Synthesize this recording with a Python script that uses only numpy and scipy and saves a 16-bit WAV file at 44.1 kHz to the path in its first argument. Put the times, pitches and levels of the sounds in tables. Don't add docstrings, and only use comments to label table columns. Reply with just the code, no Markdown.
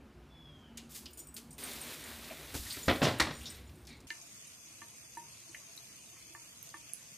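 import sys
import numpy as np
from scipy import signal
from scipy.fft import rfft, irfft, next_fast_len
from scipy.io import wavfile
from scipy.ndimage import uniform_filter1d, map_coordinates

SR = 44100
rng = np.random.default_rng(int(sys.argv[2]) if len(sys.argv) > 2 else 0)


def volts_from_db(level):
    exponent = np.asarray(level, float) / 20
    return 10 ** exponent


def output_pcm(signal):
    pcm = np.clip(np.atleast_2d(signal).T, -1, 1) * 32767
    wavfile.write(sys.argv[1], SR, np.round(pcm).astype(np.int16))


N = 316197
BATHROOM_S = 4.07

# (frequency [Hz], level [dB per Hz])
YARD_COLOUR = [(65, -29), (110, -8), (156, -8), (184, -9), (235, -3.5), (514, -17), (1440, -21.5),
               (2000, -27), (2260, -25), (8090, -40), (15000, -44)]
RUMBLE_COLOUR = [(13, -48), (22, -11), (48, -22), (65, 2.5), (113, -8.5), (160, -18), (210, -19),
                 (350, -120)]
# (frequency [Hz], width [Hz], level [dB])
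MOTOR_LINES = [(58, 9.8, -66), (150.4, 6.2, -67.5), (232, 3.2, -65.5), (356, 5.5, -73)]
RUMBLE_DB, HUM_DB = -66.5, -57.5
# (time [s], lift [dB], half length [s])
GUSTS = [
    (0, 3, 0.09),
    (0.518, 4, 0.036),
    (.74, 5.5, 0.07),
    (2.654, 9, 0.31),
    (3.51, 12.5, 0.22),
    (3.987, 8, .1),
]
GUST_HUM_SHARE = 0.042

CALL_S, CALL_LENGTH_S, CALL_ATTACK_S, CALL_RELEASE_S = 0.278, 0.48, 0.034, 0.1
CALL_DB, CALL_HZ, CALL_SAG_HZ, CALL_BEND = -68.5, 3440, 600, 1.9
CALL_ECHO_DB, CALL_ECHO_T60 = -0.5, 0.71

# (time [s], peak level [dB], centre [Hz], time to fall 60 dB [s])
STEPS = [(.772, -36.5, 6600, 0.069), (.773, -39, 3180, 0.14), (1.029, -50, 10400, .026),
         (1.057, -36, 4200, 0.028), (1.105, -53, 11900, .069), (1.132, -43, 10050, 0.036),
         (1.271, -43, 9700, 0.032), (1.34, -43, 10800, 0.073), (1.505, -50, 7140, 0.25),
         (2.242, -40, 4500, 0.056), (3.694, -46, 3000, 0.026), (3.928, -49, 4500, .03),
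         (3.872, -46.5, 4330, 0.23), (3.022, -34, 6500, 0.36), (3.385, -48, 6000, 0.33),
         (3.851, -50, 5030, .04), (3.87, -44, 7350, 0.018), (4.003, -50.5, 6040, 0.068)]
SLIDES = [
    (.89, -43.5, 7250, 0.44),
    (.944, -35, 6700, 0.15),
    (1.173, -43, 7700, 0.14),
    (1.362, -36.5, 4940, 0.1),
    (2.539, -31.5, 4770, 0.17),
    (2.61, -41.5, 2730, 0.8),
]
CLAWS = [(.773, -35.5, 6740, 0.043), (1.057, -38, 4900, .05), (1.058, -42, 3000, .12),
         (3.869, -46, 5600, .03), (1.366, -40, 6940, 0.045), (2.702, -33, 3700, 0.07),
         (2.704, -35, 4450, 0.16), (3.454, -35, 3820, 0.12), (3.455, -39, 5370, 0.18),
         (3.544, -46, 3960, 0.062), (3.871, -50, 2200, 0.43), (3.898, -51, 4020, 0.28),
         (.53, -71, 6400, 0.82)]
KNOCKS = [(2.298, -41, 2350, 0.14), (2.305, -41.5, 625, 0.13), (2.655, -44, 1940, .12),
          (2.735, -41.5, 2200, 0.22), (2.881, -30, 5600, 0.033), (2.889, -17.5, 1820, 0.082),
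          (2.895, -20, 3350, 0.048), (2.909, -29, 3280, 0.047), (2.918, -26.5, 1150, 0.05),
          (3.011, -26, 800, 0.097), (3.016, -22.5, 1900, 0.036), (3.031, -28.5, 5530, 0.15),
          (3.042, -27, 3000, 0.098), (3.064, -21, 600, .08), (3.078, -30, 4100, .05),
          (3.199, -20, 1820, .1), (3.201, -24, 3800, 0.068), (3.212, -25, 2000, 0.055),
          (3.2, -22.5, 800, 0.086), (2.937, -28, 280, 0.11), (3.306, -40, 4100, 0.054),
          (3.404, -47, 2700, .12), (3.432, -44, 3360, 0.092)]
STEP_WIDTH, SLIDE_WIDTH, CLAW_WIDTH, KNOCK_WIDTH = 1.05, 2.7, 0.29, 0.36
STEP_RISE, SLIDE_RISE, CLAW_RISE, KNOCK_RISE = 0.011, 0.1, 0.046, 0.038

# (time [s],
# peak level [dB], partner [name], partner over main [dB])
TAG_HITS = [(1.1094, -59, "top", 1), (1.131, -59, "low", 5), (1.1325, -59, "thin", 10.5),
            (1.1727, -44, "top", -8), (1.1766, -59, "low", 8), (1.19, -44, "top", -1),
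            (1.191, -55, "ring", 5), (1.19, -62, "thin", 7), (1.201, -51.5, "low", 7),
            (1.2088, -44, "high", -15), (1.27, -47, "high", -13), (1.272, -72, "deep", 3),
            (1.286, -64, "ring", 5), (1.3425, -43, "top", -3), (1.506, -46, "high", -15),
            (1.5283, -49, "low", -13), (1.636, -35.5, "low", -25), (1.813, -39, "low", -29),
            (2.038, -44, "low", -4.5), (2.2408, -61.5, "ring", 2), (2.701, -41, "low", -4),
            (2.725, -35, "low", -19), (2.83, -52.5, "low", 16.5), (2.842, -60, "high", 9),
            (2.855, -50, "low", -9), (2.884, -62, "top", 2), (2.9607, -49, "low", -6),
            (3.083, -65, "top", 4), (3.185, -45, "high", -2), (3.322, -62, "high", 5),
            (3.33, -59, "low", 6), (3.338, -61, "deep", 7), (3.367, -56, "low", 9),
            (3.378, -53, "low", -12), (3.428, -48, "low", -11), (3.493, -58, "ring", 4),
            (3.517, -61, "ring", 5), (3.351, -47.5, "low", -1), (3.408, -52, "low", -9),
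            (3.453, -52.5, "low", 5), (3.501, -42.5, "low", -6), (3.511, -58, "top", 3),
            (3.546, -56, "top", -2), (3.558, -65, "high", 7), (3.6726, -64, "low", 1),
            (3.7584, -60.5, "low", -22), (3.785, -66, "ring", -8), (3.815, -63, "top", -5),
            (3.8816, -61, "high", -8), (3.892, -62, "low", -5), (3.9674, -64.5, "low", -3),
            (4.045, -70, "low", -15),
            (1.19, -67, "deep", 7),
    (1.275, -64, "top", 5),
    (1.507, -68, "top", 3),
    (2.72, -58, "top", 5),
    (3.335, -66, "top", 4),
    (3.468, -66, "high", 6),
]
# (frequency [Hz], level [dB], time to fall 60 dB [s])
TAG_TONES = [(8740, -0.5, 0.07), (8010, 2, 0.1), (7030, -1, 0.092), (5660, 2, 0.078), (11150, -5, 0.09),
             (12800, -2, 0.085), (14600, 0, 0.072)]
TAG_OF_TONE = [0, 2, 1, 6, 3, 5, 4]
SHAKEN_DB = {"low": -14, "ring": -21, "thin": -35, "top": -13, "high": -17, "deep": -27}

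# (time [s], hiss level [dB], splash over hiss [dB])
JET_ON_BOARDS = [
    (1.581, -46.5, -7),
    (1.64, -47.5, -1.1),
    (1.77, -47, -3.5),
    (1.9, -50, -1),
    (2.52, -53, -0.3),
]
DOG_IN_JET = [
    (2.58, -45.5, -12),
    (2.66, -46.5, -28),
    (2.73, -47.5, -17),
    (2.87, -47, -8),
    (3.0, -51.5, -6),
]
WET_SCRAMBLE = [
    (3.09, -50, -6),
    (3.18, -60.5, 9.5),
    (3.3, -66, 15),
    (3.4, -56, -6),
    (3.5, -56.5, 1.5),
    (3.66, -69, 3.5),
    (3.85, -71.5, -25),
    (4.06, -77, -7),
]
# (frequency [Hz], level [dB per Hz])
SPLASH_COLOUR = [(150, -27), (250, 0), (301, -2.5), (609, -3.5), (933, -7.5), (2070, -3.5), (2890, -6),
                 (3970, -7), (6000, -31), (7800, -47), (13200, -120)]
HISS_COLOUR = [(2060, -31), (3500, -1), (6690, -3.5), (8830, -2.5), (9630, -3.5), (14200, -3.5),
               (15300, -6.5)]

# (time [s], peak level [dB], crack level [dB], time to fall 60 dB [s])
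BLOWS = [(2.543, -34.5, -6, 0.06), (2.551, -28, -16, 0.074), (2.6, -55, -16, .056), (2.768, -38, -6, 0.17),
         (2.881, -16, -4, 0.15), (2.892, -18, -10.5, 0.15), (2.909, -19, -5, 0.1), (2.949, -32, -3, 0.15),
         (3.017, -20, -5, .21), (3.026, -17, -7, 0.15), (3.044, -23, 0, 0.24), (3.069, -21, -6, 0.27),
         (3.099, -33.5, -17, 0.56), (3.198, -22, 6.5, 0.14), (3.23, -32, -8, 0.29),
         (3.269, -29.5, -5, 0.15), (3.309, -35, -2, 0.1)]
# (frequency [Hz], level [dB per Hz])
BOARD_COLOUR = [(71, -34), (120, -0.5), (147, -6), (183, -5.5), (261, 1), (433, -5), (541, -5), (1080, -12),
                (2000, -21.5), (2600, -23), (4400, -120)]
CRACK_COLOUR = [(590, -22), (1000, -7), (1200, -6.5), (2120, -7.5), (3090, -11.5), (3620, -7),
                (13000, -25.5), (15200, -22)]
DULL_TOP_HZ, SHARP_FROM_DB = 4430, 3.5
# (time [s], peak level [dB], frequency [Hz])
THUDS = [(2.549, -34, 70.4), (2.594, -32, 65), (2.876, -22, 77), (2.91, -28, 80), (3.034, -21.5, 144),
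         (3.074, -29, 98), (3.119, -34.5, 121), (3.213, -28, 72), (3.245, -38, 98), (3.302, -36.5, 149.6),
         (3.406, -39, 70.6)]
THUD_T60 = 0.11

# (frequency [Hz], level [dB per Hz])
FIZZ_COLOUR = [(210, -14), (350, -4), (378, -26), (403, -7), (559, -22.5), (653, -8), (707, -12.5),
               (1080, -9), (1540, -12), (2390, -4.5), (3530, -7), (6380, -6.5), (7350, -7.5),
               (11700, -14.5), (14600, -17)]
FIZZ_SIDE_COLOUR = [(210, -42), (350, -12), (493, -17), (1400, -14.5), (1950, -13), (2310, -7.5),
                    (2660, -10.5), (3260, -6.5), (4390, -9), (6690, -7.5), (7460, -5.5), (8860, -11),
                    (9880, -20), (11700, -14), (14600, -22.5)]
HOUSE_COLOUR = [(15, -54), (25, -28), (54, -6.5), (130, 1), (257, -5.5), (339, -9), (379, -14), (515, -9.5),
                (700, -16.5), (910, -44), (1540, -120)]
FIZZ_DB, HOUSE_DB = -59.5, -68
# (frequency [Hz], left minus right [dB])
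FIZZ_LEAN = [(60, 8), (290, -1.5), (1410, 0.5), (3100, 2), (6800, 4), (9000, -13.5), (12000, -7.5),
             (14500, -12)]
# (frequency [Hz], width [Hz], lift [dB])
BASIN = [(2540, 210, 2), (4730, 78, 4), (6400, 460, 8), (685, 25, 7), (8600, 390, 3.5), (11520, 300, 6)]

# (time [s], peak level [dB], landing place [name])
DRIPS = [
    (4.1042, -31.5, "plug"),
    (4.8174, -43, "grate"),
    (5.1707, -47, "pipe"),
    (5.4931, -68.5, "trap"),
    (5.546, -42, "film"),
    (6.302, -70.5, "trap"),
    (6.349, -43.5, "grate"),
    (6.7413, -41, "grate"),
]
# (frequency [Hz], level [dB], time to fall 60 dB [s])
DRAIN_TONES = [(1772, 2, 0.034), (1820, -30, .1), (1154, 5, 0.041), (936.4, 1.5, 0.2), (335, 6.5, 0.095),
               (2080, -5.5, 0.087), (2310, 1, 0.021), (2790, -6.5, 0.032)]
PART_OF_TONE = [0, 0, 4, 1, 2, 3, 3, 3]
LANDINGS = {"plug": (-24.5, -29.5, -4.5, -34), "grate": (-12.5, -21, -7, -5.5), "pipe": (8, -14.5, -7, -25),
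            "trap": (-7, 7, .4, -15), "film": (-33, -35, 2, -37)}

# (time [s], peak level [dB], centre [Hz],
# left minus right [dB])
LAPS = [(4.2143, -42.5, 6640, 6), (4.4493, -46, 6260, 2.5), (4.4717, -45, 9150, -13),
        (4.659, -46, 5950, 1.2), (5.12, -49, 6700, 2), (5.4914, -46, 4560, 7), (5.5134, -43, 7550, 1.2),
        (5.5468, -33, 2100, 0), (5.777, -41.5, 4130, 13), (6.0394, -53, 2710, 1.5),
        (6.6997, -48.5, 4900, 4), (6.8944, -50, 2730, 6)]
TICKS = [
    (4.104, -33, 4240, 2),
    (4.104, -36, 3100, 2),
    (5.1761, -44, 10200, -16),
    (5.7658, -44, 12100, -17),
    (6.337, -45, 11400, -13.5),
    (6.557, -55, 9000, -12.5),
    (6.628, -36, 12500, -19),
    (6.7017, -55, 10400, -12.5),
    (6.8299, -51, 9480, -12),
    (6.9351, -30, 9740, -19),
]
LAP_T60, TICK_T60 = 0.023, 0.007

# (frequency [Hz], bands left empty [share])
YARD_HOLES = [(8000, 0), (9500, .04), (10500, .005), (12800, .01), (13600, .12), (14300, .02)]
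BATHROOM_HOLES = [(2700, .0), (3000, .28), (3600, .46), (4300, .46), (4700, .04), (5300, .03), (5800, 0),
                  (7000, 0), (7400, .09), (8000, 0), (11500, .02), (13500, .2)]
LEFT_HOLES = [(9200, 0), (9800, .4), (11000, .28), (12300, .35), (13200, .85), (14500, .93)]


def unit(x):
    return x / np.sqrt(np.mean(x ** 2) + 1e-20)


def along(points, hz):
    f, v = np.transpose(points)
    return np.interp(np.log(hz + 1), np.log(f + 1), v)


def curves(rows):
    s, *cols = np.transpose(rows)
    return [np.interp(np.arange(N) / SR, s, c, -150, -150) for c in cols]


def wobble(rate, size=N, order=3):
    knots = rng.standard_normal(int(size * rate / SR) + 4)
    return map_coordinates(knots, [np.arange(size) * rate / SR], order=order)


def swell(s, half_s):
    return np.exp(-((np.arange(N) / SR - s) / half_s) ** 2)


def filtered(x, response):
    m = next_fast_len(x.shape[-1] + 8192)
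    return irfft(rfft(x, m) * response(np.fft.rfftfreq(m, 1 / SR)), m)[..., :x.shape[-1]]


def bell(hz, centre_hz, width_hz):
    return 1j * hz * width_hz / (centre_hz ** 2 - hz ** 2 + 1j * hz * width_hz)


def rush(spectrum, patchy_db, grain_db):
    z = signal.stft(rng.standard_normal(N + SR), nperseg=512)[2]
    field = uniform_filter1d(rng.standard_normal(z.shape), size=6, axis=0)
    field = uniform_filter1d(field, size=10, axis=1)
    x = signal.istft(z * volts_from_db(patchy_db * unit(field)), nperseg=512)[1][:N]
    grainy = x * volts_from_db(grain_db * wobble(400, order=1))
    return unit(filtered(grainy, lambda hz: volts_from_db(along(spectrum, hz))))


def add(track, s, sound):
    part = track[..., round(s * SR):][..., :sound.shape[-1]]
    part += sound[..., :part.shape[-1]]


def fall(t60, rise):
    t = np.arange(round(SR * min(0.25, 2 * t60 + 0.02))) / SR
    return t, (1 - np.exp(-t / rise)) * volts_from_db(-60 * t / t60)


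def struck(events, modes, owner, scatter_db, flutter_db, grain_db, rise):
    out = np.zeros(N)
    for (hz, level, t60), k in zip(modes, owner):
        t, env = fall(t60, rise)
        tone = env * np.sin(2 * np.pi * hz * t)
        ring = np.zeros(N)
        for s, db, *rel in events:
            beat = 1 + flutter_db / 10 * np.sin(2 * np.pi * (rng.uniform(41, 100) * t + rng.random()))
            hit_db = db + [0, *rel][k] + level + rng.normal(0, scatter_db)
            add(ring, s, volts_from_db(hit_db) * beat * tone)
        out += ring * volts_from_db(grain_db * wobble(130, order=1))
    return out


def echoes(x, t60, channels):
    t, env = fall(t60, rise=0.0032)
    tail = rng.standard_normal((channels, len(t))) * env
    return signal.fftconvolve(x, tail / np.linalg.norm(tail[0]), axes=1)[:, :N]


def air():
    gust_db = sum(db * swell(s, half_s) for s, db, half_s in GUSTS)
    rumble_db = RUMBLE_DB + gust_db + 1.8 * wobble(7)
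    out = volts_from_db(rumble_db) * rush(RUMBLE_COLOUR, patchy_db=1, grain_db=0)
    hum_db = HUM_DB + GUST_HUM_SHARE * gust_db
    out += volts_from_db(hum_db - 2.5) * rush(YARD_COLOUR, patchy_db=1.1, grain_db=0)
    for hz, width, db in MOTOR_LINES:
        line = filtered(rng.standard_normal(N), lambda f: bell(f, hz, width) ** 2)
        out += volts_from_db(db) * unit(line)
    return out


def bird():
    t = np.arange(N) / SR - CALL_S
    sunk = np.clip(t / CALL_LENGTH_S, 0, 1) ** CALL_BEND
    env = np.clip(np.minimum(t / CALL_ATTACK_S, (CALL_LENGTH_S - t) / CALL_RELEASE_S), 0, 1)
    pitch_hz = CALL_HZ - CALL_SAG_HZ * sunk + 30 * wobble(200)
    phase = 2 * np.pi * np.cumsum(pitch_hz) / SR
    tone = np.sin(phase) + 0.15 * (sunk < 0.3) * np.sin(phase * 1.52)
    level_db = CALL_DB + 0.5 + 1.6 * wobble(45.6) + 4.5 * swell(CALL_S + 0.2, 0.12)
    call = env * volts_from_db(level_db) * tone
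    return call + volts_from_db(CALL_ECHO_DB) * echoes(call[None], CALL_ECHO_T60, channels=1)[0]


def paws():
    out = np.zeros(N)
    kinds = ((STEPS, STEP_WIDTH, STEP_RISE), (SLIDES, SLIDE_WIDTH, SLIDE_RISE),
             (CLAWS, CLAW_WIDTH, CLAW_RISE), (KNOCKS, KNOCK_WIDTH, KNOCK_RISE))
    for rows, width, rise in kinds:
        for s, db, centre_hz, t60 in rows:
            t, env = fall(t60, rise * t60)
            grit = rng.standard_normal(len(t)) * volts_from_db(2.0 * wobble(471, size=len(t)))
            scuff = unit(filtered(grit, lambda hz: bell(hz, centre_hz, width * centre_hz) ** 2))
            add(out, s, volts_from_db(db - 9.5) * env / env.max() * scuff)
    return out


def tags():
    hits = []
    for s, db, partner, partner_db in TAG_HITS:
        levels = {**SHAKEN_DB, partner: partner_db}
        hits.append((s, db, *levels.values()))
    return struck(hits, TAG_TONES, TAG_OF_TONE, scatter_db=1.5, flutter_db=1, grain_db=3.5, rise=0.00067)


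def hose():
    hiss_db, over_db = curves(JET_ON_BOARDS + DOG_IN_JET + WET_SCRAMBLE)
    surge = wobble(14)
    splash_db = hiss_db + over_db + 1.04 * surge
    splash = volts_from_db(splash_db) * rush(SPLASH_COLOUR, patchy_db=1.0, grain_db=1.5)
    return splash + volts_from_db(hiss_db + 1.1 * surge) * rush(HISS_COLOUR, patchy_db=0.9, grain_db=1.5)


def shed():
    out = np.zeros(N)
    for s, db, crack_db, t60 in BLOWS:
        top_hz = DULL_TOP_HZ * (1 + volts_from_db(2 * (crack_db - SHARP_FROM_DB)))
        t, env = fall(t60, rise=0.00062)
        rattle = env * volts_from_db(1.86 * wobble(234, size=len(t)))
        boards = filtered(rng.standard_normal(len(t)), lambda hz: volts_from_db(along(BOARD_COLOUR, hz)))
        crack = filtered(rng.standard_normal(len(t)),
                         lambda hz: volts_from_db(along(CRACK_COLOUR, hz)) / (1 + (hz / top_hz) ** 6))
        blow = unit(rattle * boards) + volts_from_db(crack_db) * unit(rattle * crack)
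        add(out, s, volts_from_db(db - 6.5) * np.std(env) * blow)
    for s, db, hz in THUDS:
        t, env = fall(THUD_T60, rise=0.0077)
        add(out, s, -volts_from_db(db + 2.0) * env * np.sin(2 * np.pi * hz * t))
    return out


def stream():
    def basin_and_lean(hz):
        basin = 1 + sum((volts_from_db(db) - 1) * np.abs(bell(hz, c, w)) ** 2 for c, w, db in BASIN)
        return volts_from_db(np.outer([0.5, -0.5], along(FIZZ_LEAN, hz))) * basin

    mid = rush(FIZZ_COLOUR, patchy_db=2.0, grain_db=0.1)
    side = rush(FIZZ_SIDE_COLOUR, patchy_db=1.5, grain_db=3.0)
    fizz = filtered(np.array([mid + side, mid - side]), basin_and_lean)
    low = rush(HOUSE_COLOUR, patchy_db=0.7, grain_db=0)
    low_side = 0.38 * rush(HOUSE_COLOUR, patchy_db=0.7, grain_db=0)
    house = volts_from_db(HOUSE_DB + 0.8 * wobble(9)) * np.array([low + low_side, low - low_side])
    return volts_from_db(FIZZ_DB + 0.47 * wobble(22) + 0.26 * wobble(1.9)) * fizz + house


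def drips():
    hits = [(s, db, *LANDINGS[spot]) for s, db, spot in DRIPS]
    return struck(hits, DRAIN_TONES, PART_OF_TONE, scatter_db=0.1, flutter_db=2.0, grain_db=1.3, rise=0.0005)


def laps():
    out = np.zeros((2, N))
    for rows, breadth, t60 in ((LAPS, 0.2, LAP_T60), (TICKS, 0.32, TICK_T60)):
        for s, db, centre_hz, pan_db in rows:
            t, env = fall(t60, rise=0.0001)
            push = env * (0.3 * rng.standard_normal(len(t)) + 6 * (t < 2 / SR))
            click = filtered(push, lambda hz: bell(hz, centre_hz, breadth * centre_hz) ** 2)
            sides_db = db + np.array([[0.5], [-0.5]]) * pan_db
            add(out, s, volts_from_db(sides_db) * click / np.abs(click).max())
    return out


def scene():
    dog = (paws() + tags() + shed())[None]
    yard = air() + bird() + hose() + dog + volts_from_db(-9.5) * echoes(dog, 0.44, channels=1)
    near = drips() * volts_from_db([[-0.7], [0.7]]) + laps()
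    bathroom = stream() + near + volts_from_db(-6.5) * echoes(near, 0.18, channels=2)
    return np.where(np.arange(N) < BATHROOM_S * SR, yard, bathroom)


def starved(x, shares, harsh):
    hz, t, z = signal.stft(x, SR, nperseg=2048)
    size = np.abs(z) + 1e-9
    wide = uniform_filter1d(size, size=13, axis=-2)
    loud = wide > 1.8 * np.median(wide, axis=-1, keepdims=True)
    bands = unit(uniform_filter1d(rng.standard_normal(z.shape), size=4, axis=-1))
    chance = 1 / (1 + np.exp(1.7 * bands[..., np.arange(len(hz)) // 8, :]))
    kept = (chance > along(shares, hz)[:, None]) | loud
    contrast = (size / wide) ** (harsh * ~loud)
    return signal.istft(z * contrast * kept, SR, nperseg=2048)[1][..., :x.shape[-1]]


def band_limit(x):
    return signal.sosfilt(signal.butter(12, 16360, fs=SR, output="sos"), x)


def record(dry):
    change = round(BATHROOM_S * SR)
    outdoors = dry[0, :change]
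    held = outdoors / (1 + np.abs(outdoors / 0.27) ** 4) ** (1 / 4)
    yard = starved(filtered(held, lambda hz: volts_from_db(-40 * (hz > 15150))), YARD_HOLES, harsh=0.21)
    left, right = filtered(dry[:, change:], lambda hz: volts_from_db(-48 * (hz > 14500)))
    mid, side = starved(np.array([left + right, left - right]) / 2, BATHROOM_HOLES, harsh=0.29)
    left = starved(mid + side, LEFT_HOLES, harsh=0)
    mix = np.hstack([[yard, yard], [left, mid - side]])
    return band_limit(mix)


dry = scene()
out = record(dry)
output_pcm(out)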